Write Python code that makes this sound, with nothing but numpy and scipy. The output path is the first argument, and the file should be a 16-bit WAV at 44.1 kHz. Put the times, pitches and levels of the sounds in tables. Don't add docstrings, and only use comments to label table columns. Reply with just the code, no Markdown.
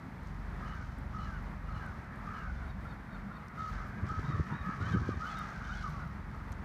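import sys
import numpy as np
from scipy import signal
from scipy.fft import rfft, irfft, next_fast_len
from scipy.io import wavfile
from scipy.ndimage import uniform_filter1d

SR = 44100
rng = np.random.default_rng(int(sys.argv[2]) if len(sys.argv) > 2 else 0)


def convert_level_to_amplitude(level_db):
    exponent = np.asarray(level_db, float) / 20
    return 10 ** exponent


def wav_out(sig):
    wavfile.write(sys.argv[1], SR, np.round(np.clip(np.atleast_2d(sig).T, -1, 1) * 32767).astype(np.int16))


N = 292912


def evened(x):
    return x / np.sqrt(np.mean(x ** 2) + 1e-20)


def curve(rows, t):
    s, *columns = np.transpose(rows)
    return [np.interp(t, s, c) for c in columns]


def add(mix, s, sound):
    part = mix[max(round(s * SR), 0):][:len(sound)]
    part += sound[:len(part)]


def drift(size, hz):
    knots = rng.standard_normal(400)
    at = np.arange(size) * hz * 2 / SR % 398
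    whole = at.astype(int)
    blend = np.sin(np.pi / 2 * (at - whole)) ** 2
    return 1.15 * (knots[whole] + (knots[whole + 1] - knots[whole]) * blend)


def coloured(x, spectrum):
    hz, db = np.transpose(spectrum)
    size = next_fast_len(len(x), real=True)
    at = np.fft.rfftfreq(size, 1 / SR)
    gain = convert_level_to_amplitude(np.interp(np.log(at + 1), np.log(hz + 1), db))
    return evened(irfft(rfft(x, size) * gain, size)[:len(x)])


def rattle(size, hz, depth):
    turns = np.cumsum(hz * (1 + 0.31 * drift(size, 32.4))) / SR + rng.random()
    return 1 + np.clip(depth, 0, 1) * np.cos(2 * np.pi * turns)


def hoarse_caw(s, length, peak_db, fall_db):
    full_voice_db = -39
    t = np.arange(0, length, 1 / SR)
    onset_s, onset_db = min(0.032, length / 2), 17
    tone_db = peak_db - np.interp(t, [0, onset_s, length], [onset_db, 0, fall_db])
    wobble = .018 * (1 + .09 * np.maximum(full_voice_db - tone_db, 0))
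    turns = np.cumsum(1272 * (1 + wobble * drift(len(t), 130))) / SR
    chop = .4 + .09 * (full_voice_db - peak_db)
    tone = evened(np.cos(2 * np.pi * turns) * rattle(len(t), 68.9, chop))
    return s, convert_level_to_amplitude(tone_db - 0.5) * tone * signal.windows.tukey(len(t), .15)


def hoarse_crow():
    # (time [s], length [s], peak level [dB], fall to the end [dB])
    syllables = [(0.591, 0.37, -46.5, 19), (1.12, 0.21, -44.5, 10.5), (1.651, 0.33, -48.5, 11),
                 (2.239, 0.25, -45, 8), (3.566, 0.14, -39.5, 6), (3.757, 0.12, -48.5, 5),
                 (4.069, 0.13, -40, 5), (4.23, 0.14, -47, 4), (4.495, 0.02, -43, 2),
                 (4.842, 0.064, -43.5, 3), (6.4, 0.021, -49, 7), (4.626, 0.13, -42, 1.5),
                 (4.796, 0.083, -49, 3), (4.93, 0.059, -40, -4), (5.017, 0.14, -48, 14),
                 (5.179, 0.31, -42, 7.5), (5.461, 0.086, -48.5, 11), (5.585, 0.082, -47.5, 9),
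                 (5.668, 0.055, -45, 14), (5.815, 0.063, -44, 3), (5.906, 0.2, -51, 7),
                 (6.309, 0.12, -52.5, 9)]
    out = np.zeros(N)
    for row in syllables:
        add(out, *hoarse_caw(*row))
    return out


def rasp():
    # (time [s], length [s], level [dB])
    bursts = [(0.25, 0.023, -71.5), (0.605, 0.27, -71.5), (1.138, 0.19, -70.5), (1.687, 0.27, -75.5),
              (2.248, 0.3, -73), (3.585, 0.2, -68), (4.07, 0.39, -68), (4.62, 0.28, -70), (4.81, 0.26, -64),
              (5.207, 0.29, -64.5), (5.645, 0.24, -65.5), (5.852, 0.12, -69), (6.302, .12, -78),
              (6.517, .02, -80)]
    # (frequency [Hz], density [dB per Hz])
    breath_spectrum = [(1650, -43), (2900, 1), (3500, -3), (4300, -1.5), (5100, -3), (5900, -3), (6600, -7),
                       (7200, -12), (13000, -32.5)]
    rise_db_per_s, fall_db_per_s = 300, 44
    t, db = np.arange(N) / SR, -86.5
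    for s, length, peak_db in bursts:
        away_db = np.maximum(rise_db_per_s * (s - t), fall_db_per_s * (t - s - length))
        swell_db = 2.5 * np.clip(2 * (t - s) / length - 1, -1, 1) ** 2
        db = np.maximum(db, peak_db - np.maximum(away_db, 0) - swell_db)
    turns = np.cumsum(619.4 * (1 + .012 * drift(N, 40) + .04 * drift(N, 3))) / SR
    overtones = sum(np.cos(2 * np.pi * k * turns + k * k) for k in range(4, 13))
    puffs = (1 + .5 * np.cos(2 * np.pi * turns)) * rng.standard_normal(N)
    rough = (puffs + .09 * overtones) * rattle(N, 68, .2) * convert_level_to_amplitude(1.5 * drift(N, 220))
    return convert_level_to_amplitude(db + 3.0 + 1.12 * drift(N, 22)) * coloured(rough, breath_spectrum)


def caw(row, throat, arch, jitter, chop, opening_db):
    s, length, middle_hz, glide_hz, db = row
    u = np.linspace(0, 1, round(length * SR))
    hz = middle_hz + glide_hz * (u - .5) - arch * length * (2 * u - 1) ** 2
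    turns = np.cumsum(hz * (1 + jitter * drift(len(u), 145.56))) / SR
    beak = [1] + [convert_level_to_amplitude(opening_db * (u - .5))] * (len(throat) - 1)
    highest_hz = throat[-1][0] + 2 * throat[-1][1]
    voice = 0
    for k in range(1, round(highest_hz / middle_hz) + 1):
        gain = 0
        for b, (f, w, d) in zip(beak, throat):
            gain = gain + b * convert_level_to_amplitude(d) / (1 + (2 * (k * hz - f) / w) ** 2) ** 2
        voice = voice + gain * np.cos(2 * np.pi * k * turns)
    return s, convert_level_to_amplitude(db) * voice * rattle(len(u), 69.25, chop) * signal.windows.tukey(len(u), .4)


def bird(caws, throat, **voice):
    out = np.zeros(N)
    for row in caws:
        add(out, *caw(row, throat, **voice))
    return out


def clear_crows():
    # (time [s], length [s], middle pitch [Hz], glide from first to last [Hz], level [dB])
    short = [
        (2.62, .105, 775, 50, -46),
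        (2.845, .095, 745, 40, -47),
        (3.08, .095, 750, -10, -46),
        (3.305, .085, 745, 30, -47.5),
        (3.553, .085, 755, 20, -49),
    ]
    swelling = [
        (4.8, .085, 745, 110, -45),
        (5.205, .09, 722, 150, -42),
        (5.68, .07, 725, 140, -43),
    ]
    rising = [
        (4.875, .05, 860, 70, -47),
        (4.915, .045, 780, -40, -45),
        (5.285, .075, 848, -35, -46),
        (5.63, .06, 770, 30, -53),
        (5.75, .065, 840, -45, -49),
    ]
    falling = [(.725, .13, 765, -150, -51), (1.255, .14, 775, -150, -49), (4.92, .04, 770, -40, -43),
               (1.795, .12, 775, -130, -48), (2.39, .14, 775, -110, -50), (2.05, .12, 860, -60, -54),
               (3.7, .2, 770, -30, -54), (4.16, .07, 855, -10, -51), (4.48, .12, 485, -10, -51),
               (5.345, .06, 780, -110, -49), (5.8, .07, 755, -90, -47), (5.99, .06, 722, -20, -49),
               (5.54, .1, 750, -50, -49)]
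    dropping = [
        (5.375, .06, 625, -60, -40),
        (5.095, .06, 590, -110, -44),
        (5.83, .065, 595, -110, -40),
        (5.93, .08, 563, -50, -48),
        (5.0, .07, 575, 90, -52),
    ]
    # (centre [Hz], width [Hz], level [dB])
    short_throat = [(1345, 200, 5), (3720, 500, -24), (4400, 500, -28)]
    swelling_throat = [(1400, 600, 1), (3080, 320, -13), (3900, 250, -30)]
    rising_throat = [(1450, 480, 1), (2530, 200, -16), (3090, 220, -10), (3420, 280, -13), (4180, 350, -17),
                     (7750, 400, -38)]
    falling_throat = [(1450, 1000, 0), (2930, 200, -30)]
    dropping_throat = [(1190, 520, 0), (2930, 200, -32)]
    out = bird(short, short_throat, arch=950, jitter=.006, chop=.35, opening_db=24)
    out += bird(swelling, swelling_throat, arch=240, jitter=.003, chop=.3, opening_db=12)
    out += bird(rising, rising_throat, arch=240, jitter=.004, chop=.45, opening_db=0)
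    out += bird(falling, falling_throat, arch=40, jitter=.009, chop=.6, opening_db=-6)
    out += bird(dropping, dropping_throat, arch=40, jitter=.005, chop=.4, opening_db=0)
    return out


def rough_crows():
    # (time [s], length [s], middle pitch [Hz], glide from first to last [Hz], level [dB])
    raw = [(2.555, .055, 715, 5, -68), (4.225, .13, 762, 10, -62.5), (4.515, .13, 765, 10, -63.5),
           (4.795, .085, 785, 5, -63), (4.915, .05, 770, 50, -61), (5.125, .04, 730, 0, -66),
           (5.348, .075, 750, 0, -58), (5.635, .03, 725, 30, -64), (5.69, .035, 735, -40, -62),
           (5.76, .055, 835, -50, -58), (5.995, .04, 810, -40, -66)]
    deep = [
        (.645, .11, 590, -12, -62),
        (1.17, .13, 590, -40, -62),
        (1.331, 0.066, 583, -13, -69),
        (1.655, .045, 568, 0, -66),
        (1.74, .06, 585, -15, -64),
        (1.81, .05, 590, 0, -68),
        (2.325, .12, 580, -75, -62),
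    ]
    breathy = [
        (1.17, .13, 590, -45, -71),
        (1.69, .12, 595, -35, -72),
    ]
    low = [
        (4, 0.106, 650, -35, -53),
        (4.5, 0.055, 475, -24, -45),
        (5, 0.084, 540, -38, -50.5),
        (3.3, 0.09, 540, -28, -52),
        (4.222, 0.055, 490, 43, -49),
        (5.3, 0.064, 400, -20, -47),
        (5.02, .05, 545, 39, -50),
    ]
    # (centre [Hz], width [Hz], level [dB])
    raw_throat = [(3750, 700, 0), (1500, 300, -6), (4500, 300, -22)]
    deep_throat = [(2910, 420, -1), (1234, 250, 8.5), (4130, 450, -11)]
    breathy_throat = [(4130, 500, 0)]
    low_throat = [(950, 510, -1), (1920, 320, -16)]
    out = bird(raw, raw_throat, arch=520, jitter=.007, chop=.7, opening_db=3)
    out += bird(deep, deep_throat, arch=40, jitter=.013, chop=.8, opening_db=0)
    out += bird(breathy, breathy_throat, arch=40, jitter=.028, chop=.9, opening_db=0)
    out += bird(low, low_throat, arch=40, jitter=0.018, chop=1.0, opening_db=0)
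    return out


def trees(x, t60, gap_s):
    at = np.arange(0, SR // 2, 22) + rng.integers(0, 22, SR // 44 + 1)
    taps = np.zeros(SR)
    taps[at + round(gap_s * SR)] = rng.choice([-1., 1.], len(at)) * convert_level_to_amplitude(-60 * at / SR / t60)
    return signal.fftconvolve(x, taps / np.linalg.norm(taps))[:N]


def far_flock():
    # (time [s], level [dB])
    flock_levels = [(0.0, -80), (0.4, -68), (0.76, -53), (1.0, -70), (1.37, -59), (1.6, -64.5), (2.39, -53),
                    (2.88, -66), (3.79, -53.5), (4.05, -55.5), (4.3, -48), (4.5, -51), (4.9, -48),
                    (5.1, -51.5), (5.35, -50.5), (5.75, -51.5), (6.1, -60), (6.64, -68)]
    # (centre [Hz], width [Hz], level [dB])
    flock_throat = [(1340, 970, 0), (1770, 1560, -6.5)]
    flock = np.zeros(N)
    for when, long, high, loud in rng.random((90, 4)):
        hz = 560 + 260 * high
        row = (when * N / SR - .1, .15 + .2 * long, hz, -.05 * hz, -9 * loud)
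        add(flock, *caw(row, flock_throat, arch=240, jitter=0.04156, chop=0.46, opening_db=0))
    flock = flock * convert_level_to_amplitude(-3.5) + trees(flock, t60=0.86, gap_s=.01)
    flock /= np.sqrt(uniform_filter1d(flock ** 2, size=12000)) + 1e-9
    far_db, = curve(flock_levels, np.arange(N) / SR)
    return convert_level_to_amplitude(far_db + 1.5) * flock


def crows():
    near = hoarse_crow() + rasp() + clear_crows() + rough_crows()
    return near + convert_level_to_amplitude(-12) * trees(near, t60=0.31, gap_s=0.013) + far_flock()


def wind():
    # (time [s], level [dB])
    gust = [
        (3.85, -48),
        (4.038, -43),
        (4.2, -49),
        (4.298, -42),
        (4.668, -57),
        (4.838, -42),
        (5.008, -37),
        (5.146, -45),
        (5.3, -68),
    ]
    # (frequency [Hz], density [dB per Hz])
    gust_spectrum = [(18, -39), (30, -32), (64, -7), (112, 3), (195, -1), (317, -17), (441, -18.5),
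                     (700, -36), (910, -70), (1540, -120)]
    # (time [s], peak level [dB], frequency [Hz], length [s])
    thumps = [(0.036, -41, 259, 0.085), (3.2, -38, 200, 0.12), (2.72, -38, 190, .12),
              (3.68, -41, 201, 0.11), (1.66, -37.5, 149.5, 0.12), (.97, -41.5, 271.6, 0.054),
              (3.95, -38.5, 207, 0.064), (5.87, -33.5, 150, 0.097), (6.02, -37, 168.5, 0.075),
              (4.52, -27, 151, 0.047), (2.509, -30, 62.3, 0.035), (3.929, -31, 136, 0.031),
              (4.027, -19.5, 93.4, 0.027), (4.106, -22, 61.9, 0.019), (4.168, -23, 87, 0.042),
              (4.236, -34, 139, 0.047), (4.28, -20.5, 134, 0.038), (4.336, -23, 103, 0.036),
              (4.382, -18.5, 82, 0.049), (4.394, -20, 150, 0.031), (4.512, -28, 97, 0.033),
              (4.599, -26, 62, 0.031), (4.659, -28, 177, 0.041), (4.746, -47, 64.6, 0.032),
              (4.798, -23.5, 97.3, 0.062), (4.861, -26, 135, 0.019), (4.908, -21.5, 115, 0.029),
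              (4.935, -20, 174.5, 0.039), (4.96, -17.5, 92.5, 0.037), (5.007, -21.5, 71.5, 0.036),
              (5.073, -30, 96, 0.043), (5.105, -29, 97, 0.041), (5.158, -24, 74, 0.036)]
    # (time [s], peak level [dB], centre [Hz])
    pops = [(4.037, -35.5, 240), (4.113, -36, 270), (4.189, -33.5, 278), (4.298, -34, 220),
            (4.356, -42, 270), (4.393, -28, 277), (4.52, -33, 190), (4.545, -38, 212), (4.688, -31.5, 185),
            (4.8, -37, 230), (4.815, -37, 220), (4.86, -37, 199), (4.945, -22.5, 211), (4.956, -26.5, 292),
            (4.967, -31.5, 272), (5.014, -29.5, 201), (5.045, -39, 210), (5.086, -24.5, 295),
            (5.138, -38, 280), (5.172, -42, 219)]
    t = np.arange(N) / SR
    lumps = coloured(rng.standard_normal(N) * convert_level_to_amplitude(3. * drift(N, 25)), gust_spectrum)
    first_s, last_s = gust[0][0], gust[-1][0]
    fade = np.interp(t, [first_s, first_s + 0.13, last_s - .1, last_s], [0, 1, 1, 0])
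    out = convert_level_to_amplitude(curve(gust, t)[0] + 1.0) * lumps * fade
    for (s, db, hz, length), start in zip(thumps, rng.random(len(thumps))):
        u = np.arange(round(length * SR)) / SR
        swell = np.sin(np.pi * u / length) ** 2
        add(out, s - .006, convert_level_to_amplitude(db - 5.5) * swell * np.cos(2 * np.pi * (hz * u + start)))
    for s, db, hz in pops:
        u = (np.arange(1200) / SR - .0055) * np.pi * hz
        add(out, s, -convert_level_to_amplitude(db + 2.0) * (1 - 2 * u ** 2) * np.exp(-u ** 2))
    return out


def engine():
    # (time [s], level [dB])
    engine_levels = [(0.0, -67), (0.24, -45), (0.9, -42), (1.74, -43.5), (2.09, -59), (2.39, -56),
                     (2.5, -41.5), (2.87, -46.5), (3.03, -65), (3.16, -43), (3.44, -70), (3.73, -37),
                     (3.87, -49.5), (4.3, -48.5), (5.0, -53), (5.58, -51.5), (5.68, -42), (6.64, -45)]
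    # (multiple of the firing rate [1], level [dB])
    orders = [(1, -27), (2, 2.5), (3, 1.5), (4, -5.5), (5, -7.5), (6, -8), (7, -11.5), (8, -19), (9, -5.5),
              (10, -15), (11, -23), (12, -26)]
    slow = 16
    t = np.arange(0, N, slow) / SR
    turns = np.cumsum(22.61 * (1 + 0.0032 * drift(len(t), 19.04))) * slow / SR
    level_db, = curve(engine_levels, t)
    swell_db = level_db - level_db.mean()
    hum, shared_db = 0, 1.2 * drift(len(t), 20)
    for k, db in orders:
        steady_db = db - np.clip(0.14 * k - .3, 0, 1) * swell_db
        gain = convert_level_to_amplitude(steady_db + shared_db + 2. * drift(len(t), 40))
        hum = hum + gain * np.cos(k * (2 * np.pi * turns + .04 * k))
    puffs = rng.standard_normal(len(t)) * (1 + 0.4 * np.cos(2 * np.pi * turns))
    rumble = signal.lfilter(*signal.butter(2, [75, 150], "band", fs=SR / slow), puffs)
    hum = convert_level_to_amplitude(level_db + 2.5) * (evened(hum) + convert_level_to_amplitude(-12) * evened(rumble))
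    return signal.resample_poly(hum, up=slow, down=1)[:N]


def camera():
    # (time [s], peak level [dB], part [0 button, 1 shell, 2 grip])
    ticks = [(0.2329, -59, 0), (0.2733, -51, 1), (0.2844, -58, 1), (0.4, -63, 0), (0.9862, -53, 0),
             (1.4272, -60, 0), (1.8632, -53, 0), (1.9394, -63, 0), (2.1594, -58, 0), (3.0081, -60, 1),
             (3.4835, -48, 1), (4.0901, -46, 1), (4.6633, -34, 2), (4.8479, -42, 2), (5.0759, -42, 2),
             (5.3887, -44, 0), (5.8955, -57, 0), (5.9044, -49, 2), (6.3624, -63, 0), (6.5206, -48, 0),
             (3.484, -59, 0), (4.6623, -59, 0), (4.498, -45, 2), (4.931, -44, 2), (6.404, -48, 2),
             (6.5216, -44, 1), (6.527, -44, 1)]
    # (centre [Hz], ring t60 [s])
    parts = [
        (10000, 0.006),
        (5500, 0.006),
        (1800, 0.009),
    ]
    out, t = np.zeros(N), np.arange(600) / SR
    for (s, db, part), grit in zip(ticks, rng.choice([-1., 1.], (len(ticks), 600))):
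        hz, t60 = parts[round(part)]
        band = signal.butter(3, [0.6 * hz, min(1.45 * hz, 20000)], "band", fs=SR)
        add(out, s, convert_level_to_amplitude(db - .8) * signal.lfilter(*band, grit * convert_level_to_amplitude(-60 * t / t60)))
    return out


def rustle():
    # (time [s], level [dB])
    brushes = [
        (.28, -82),
        (.75, -87),
        (1.45, -86),
        (3.7, -72),
        (3.88, -74),
        (4.66, -77),
        (4.9, -83),
        (5.27, -72),
        (5.9, -81),
        (6.52, -89),
    ]
    hiss = signal.sosfilt(signal.butter(2, 7500, "high", fs=SR, output="sos"), rng.standard_normal(N))
    t = np.arange(N) / SR
    strokes = sum(convert_level_to_amplitude(db) * np.exp(-((t - s) / 0.024) ** 2) for s, db in brushes)
    return (convert_level_to_amplitude(-82.5 + 2.2 * drift(N, 13)) + strokes) * hiss


def air():
    # (frequency [Hz], density [dB per Hz])
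    air_spectrum = [(18, -30), (30, 2), (59, -2.5), (201, -2.5), (298, -15), (489, -20), (891, -16),
                    (1070, -16.5), (1320, -17), (2050, -21.5), (2810, -36.5), (4370, -40.5), (7770, -51),
                    (14100, -56), (15300, -58)]
    hum = coloured(rng.standard_normal(N), air_spectrum)
    return convert_level_to_amplitude(-56.5 + 11.5 + 0.95 * drift(N, 6)) * hum


def scene():
    return (crows() + wind() + engine() + camera() + rustle() + air())[None]


def roll_off(x):
    return signal.sosfilt(signal.butter(12, 15780, fs=SR, output="sos"), x)


def record(dry):
    limit_db, squeeze, recover_db_per_s = -29.5, 0.65, 45
    cut = signal.sosfilt(signal.butter(6, 39, "high", fs=SR, output="sos"), dry)
    cut = signal.oaconvolve(cut, signal.firwin(511, 15330, fs=SR)[None], "same")
    power = uniform_filter1d(cut[0] ** 2, size=800, origin=399)
    power_db = 10 * np.log10(abs(power) + 1e-12)
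    fall = np.arange(N) * recover_db_per_s / SR
    held_db = np.maximum.accumulate(power_db + fall) - fall
    over_db = np.maximum(held_db - limit_db, 0)
    mix = cut / convert_level_to_amplitude(squeeze * uniform_filter1d(over_db, size=400))
    return roll_off(mix)


dry = scene()
out = record(dry)
wav_out(out)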